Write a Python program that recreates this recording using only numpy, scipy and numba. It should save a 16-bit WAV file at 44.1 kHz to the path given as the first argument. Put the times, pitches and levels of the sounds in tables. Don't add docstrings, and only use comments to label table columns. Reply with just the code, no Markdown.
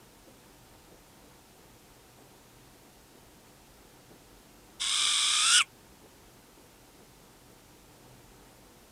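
import sys
import numpy as np
from scipy import signal
from scipy.fft import rfft, irfft, next_fast_len
from scipy.io import wavfile
from scipy.ndimage import uniform_filter1d
from numba import njit

SR = 44100
rng = np.random.default_rng(int(sys.argv[2]) if len(sys.argv) > 2 else 0)


def waveform_to_disk(signal):
    frames = np.transpose(np.atleast_2d(signal))
    scaled = np.clip(frames, -1, 1) * 32767
    samples = np.round(scaled).astype(np.int16)
    wavfile.write(sys.argv[1], SR, samples)


N = 392931
TIME = np.arange(N) / SR


def from_db(db):
    return 10 ** (np.asarray(db) / 20)


def rms_one(x):
    return x / np.sqrt(np.mean(x ** 2) + 1e-20)


def ramp(x, start, length):
    return np.clip((x - start) / length, 0, 1)


def coloured(x, spectrum):
    hz, db = np.transpose(spectrum)
    size = next_fast_len(N)
    bin_hz = np.maximum(np.arange(size // 2 + 1) * SR / size, 1)
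    gain = from_db(np.interp(np.log(bin_hz), np.log(hz), db))
    return rms_one(irfft(rfft(x, size) * gain, size)[:N])


def flutter(rate_hz):
    lowpass = signal.butter(2, rate_hz, fs=SR, output="sos")
    return rms_one(signal.sosfilt(lowpass, rng.standard_normal(N)))


def evened(x, window_s):
    power = np.abs(uniform_filter1d(x ** 2, int(window_s * SR)))
    return x / np.sqrt(power + 1e-9)


@njit
def two_pole(x, angle, r):
    y = np.zeros(len(x))
    for i in range(2, len(x)):
        y[i] = x[i] - x[i - 2] + 2 * r * np.cos(angle[i]) * y[i - 1] - r * r * y[i - 2]
    return y


def resonate(x, hz, width_hz):
    angle = 2 * np.pi * hz / SR * np.ones(N)
    r = np.exp(-np.pi * width_hz / SR)
    return rms_one(two_pole(two_pole(x, angle, r), angle, r))


def notch(x, hz, width_hz):
    r = np.exp(-np.pi * width_hz / SR)
    cosine = np.cos(2 * np.pi * hz / SR) * (1 + r * r) / (2 * r)
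    angle = np.arccos(np.clip(cosine, -1, 1)) * np.ones(N)
    return x - (1 - r * r) / 2 * two_pole(x, angle, r)


def swell(peak_s=8.22, width_s=.35):
    return np.exp(-((TIME - peak_s) / width_s) ** 2)


# f/Hz, stage bandwidth/Hz, relative level/dB
RUMBLE_BANDS = [(46, 21, -67), (123.2, 20.5, -68), (192.3, 17, -76), (295.4, 4.3, -72.5), (489, 9.5, -75.5),
                (751, 92, -75), (917, 46, -74)]

def far_rumble(calm_db=-.64, swell_db=4.5):
    bands = sum(from_db(db) * resonate(rng.standard_normal(N), hz, width_hz)
                for hz, width_hz, db in RUMBLE_BANDS)
    return from_db(calm_db + swell_db * swell()) * bands


# f/Hz, relative level/dB
HISS_SPECTRUM = [(880, 0), (1500, -5), (2630, -2), (8140, -4.5), (13600, -8.5), (15100, -8.5), (15700, -21)]

def hiss(level_db=-60.5):
    return from_db(level_db) * coloured(rng.standard_normal(N), HISS_SPECTRUM)


# f/Hz, relative level/dB
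WIND_SPECTRUM = [(25, 0.5), (85, -4), (200, -1), (350, -1), (480, -4.5), (620, -8), (760, -7.5), (930, -8),
                 (1060, -12.5), (1300, -10.5), (2000, -17), (5000, -39)]

def breeze(calm_db=-59, swell_db=1, flicker_db=.7):
    level_db = calm_db + swell_db * swell() + flicker_db * flutter(7.5)
    return from_db(level_db) * coloured(rng.standard_normal(N), WIND_SPECTRUM)


# t/s, relative peak level/dB
WIND_BUFFETS = [(0.265, -45.5), (0.911, -47.5), (1.239, -49), (2.185, -46.5), (3.145, -48), (4.107, -45),
                (5.047, -47), (6.03, -46.5), (6.579, -47), (6.99, -46.5)]

def buffets(lead_s=.0077, rise_s=.02, gain_db=-9, band_hz=(170, 520)):
    envelope = np.zeros(N)
    for s, db in WIND_BUFFETS:
        age = np.maximum(TIME - s + lead_s, 0) / rise_s
        envelope += from_db(db + gain_db) * age * np.exp(1 - np.minimum(age, 50))
    dull = signal.butter(2, band_hz, "band", fs=SR, output="sos")
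    return envelope * rms_one(signal.sosfilt(dull, rng.standard_normal(N)))


START_S, CLOSING_S, STOP_S = 4.795, 5.584, 5.614
HELD_HZ = 1182

# t/s, f/Hz
TENSION_PITCH = [(4.86, 1076), (4.93, 1140), (5.03, 1182), (5.29, 1191), (5.42, 1257), (5.49, 1328),
                 (5.55, 1464)]

def owl(clears_from_hz=1350, clears_over_hz=105, valley_ratio=2.26):
    tension_hz = np.interp(TIME, *np.transpose(TENSION_PITCH))
    effort = np.log2(tension_hz / HELD_HZ)
    pitch_hz = tension_hz * yelp()
    rough = .826 - 1.185 * effort
    clear = ramp(tension_hz, clears_from_hz, clears_over_hz)
    voice_gain = from_db(-36.6 + 34 * effort)
    rasp_gain = from_db(-28.4 + 30 * np.minimum(effort, 0))
    air_gain = from_db(-30.3 + 27 * effort)
    phase, voice = syrinx(pitch_hz, rough)
    puffs = np.exp(.72 * np.cos(phase))
    bursts = rough * flutter(550)
    noise = rasp_gain * throat(puffs, bursts, clear)
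    noise += air_gain * closing_beak(rushing_air(puffs, bursts, rough))
    hoarse = notch(noise, valley_ratio * pitch_hz, width_hz=280)
    noise = clear * noise + (1 - clear) * hoarse
    return mouth(voice_gain * voice + noise, pitch_hz) * call_envelope()


def call_envelope(attack_s=.022, release_db_per_s=1050):
    release_db = -release_db_per_s * np.clip(TIME - STOP_S, 0, .2)
    return ramp(TIME, START_S, attack_s) * from_db(release_db)


# f/Hz, relative level/dB
VOICE_FORMANTS = [(750, -9), (1080, -4), (1450, 3), (1850, -2), (2250, 4), (2500, -2), (2900, 2),
                  (3600, -7.5), (4800, -24)]

def syrinx(pitch_hz, rough, waver=.026, jitter=.09, shimmer_db=3):
    unsteady = (1 + waver * rough * flutter(60.15)) * (1 + jitter * rough * flutter(602))
    phase = 2 * np.pi * np.cumsum(pitch_hz * unsteady) / SR
    voice = coloured(sum(np.cos(k * phase) for k in range(1, 5)), VOICE_FORMANTS)
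    shimmer = from_db(shimmer_db * rough * flutter(197))
    return phase, evened(voice * shimmer, .02)


def throat(puffs, bursts, clear, rest_hz=3480, sinks_s=5.51, sink_hz_per_s=3400,
           burst_db=3.5, squeal_db=3, jitter=.074):
    sink_hz = sink_hz_per_s * (np.clip(TIME, sinks_s, STOP_S) - sinks_s)
    throat_hz = (rest_hz - sink_hz) * yelp()
    flapping = from_db(burst_db * bursts)
    ringing = resonate(puffs * rng.standard_normal(N), throat_hz, width_hz=900)
    rasp = evened(ringing * flapping, .03)
    phase = 2 * np.pi * np.cumsum(throat_hz * (1 + jitter * flutter(449.1))) / SR
    squeal = from_db(squeal_db) * evened(np.cos(phase) * flapping, .015)
    return np.sqrt(1 - clear) * rasp + np.sqrt(clear) * squeal


# f/Hz, relative level/dB
AIR_SPECTRUM = [(400, -35), (950, -33), (1250, -7.5), (1550, -2.5), (2000, -5), (2700, -5), (3900, -7),
                (5000, 3.5), (7000, -2), (8100, 3.5), (9600, -1), (10600, -13), (12000, -24.5),
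                (13700, -29), (14700, -46)]

def rushing_air(puffs, bursts, rough, burst_db=.5, crackle_db=4):
    strength = from_db(burst_db * bursts + crackle_db * rough ** 2 * flutter(1200))
    return evened(coloured(puffs * strength * rng.standard_normal(N), AIR_SPECTRUM), .018)


# f/Hz, bandwidth/Hz
MOUTH_NOTCHES = [(1950, 260), (4340, 500), (5850, 91), (6700, 170), (10350, 290), (11750, 260)]

def mouth(call, pitch_hz, stretch=.1):
    for hz, width_hz in MOUTH_NOTCHES:
        call = notch(call, hz * (pitch_hz / HELD_HZ) ** stretch, width_hz)
    return call


def yelp(octaves_at_stop=.34, deepest_octaves=.42, growth_s=.013):
    fall_octaves = octaves_at_stop * np.exp(np.minimum((TIME - STOP_S) / growth_s, 2))
    return 2 ** -np.minimum(fall_octaves, deepest_octaves)


def closing_beak(air, closing_takes_s=.012, choke_db=6.5, open_hz=9800, closed_hz=5000, slide_s=.027):
    closed = ramp(TIME, CLOSING_S, closing_takes_s)
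    hollow_hz = open_hz + (closed_hz - open_hz) * ramp(TIME, CLOSING_S, slide_s)
    hollowed = notch(air, hollow_hz, width_hz=3800)
    return from_db(-choke_db * closed) * (air + closed * (hollowed - air))


def beak_tick(at_s=5.62, level_db=-20.5, decay_s=.0006):
    decay = (TIME >= at_s) * np.exp(-np.clip((TIME - at_s) / decay_s, 0, 20))
    return from_db(level_db) * decay * resonate(rng.standard_normal(N), hz=8050, width_hz=1800)


def field(call, scatter_db=-36, t60_s=.23, cutoff_hz=4000):
    t = TIME[:SR // 2]
    dull = signal.butter(2, cutoff_hz, fs=SR, output="sos")
    tail = signal.sosfilt(dull, rng.standard_normal(len(t))) * from_db(-60 * t / t60_s)
    tail /= np.sqrt(np.sum(tail ** 2))
    return call + from_db(scatter_db) * signal.fftconvolve(call, tail)[:N]


def scene():
    return (far_rumble() + hiss() + breeze() + buffets() + field(owl() + beak_tick()))[None]


def record(dry, low_hz=28, high_hz=15850):
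    dry = signal.sosfilt(signal.butter(2, low_hz, "high", fs=SR, output="sos"), dry)
    return signal.sosfilt(signal.ellip(12, .1, 80, high_hz, fs=SR, output="sos"), dry)


dry = scene()
out = record(dry)
waveform_to_disk(out)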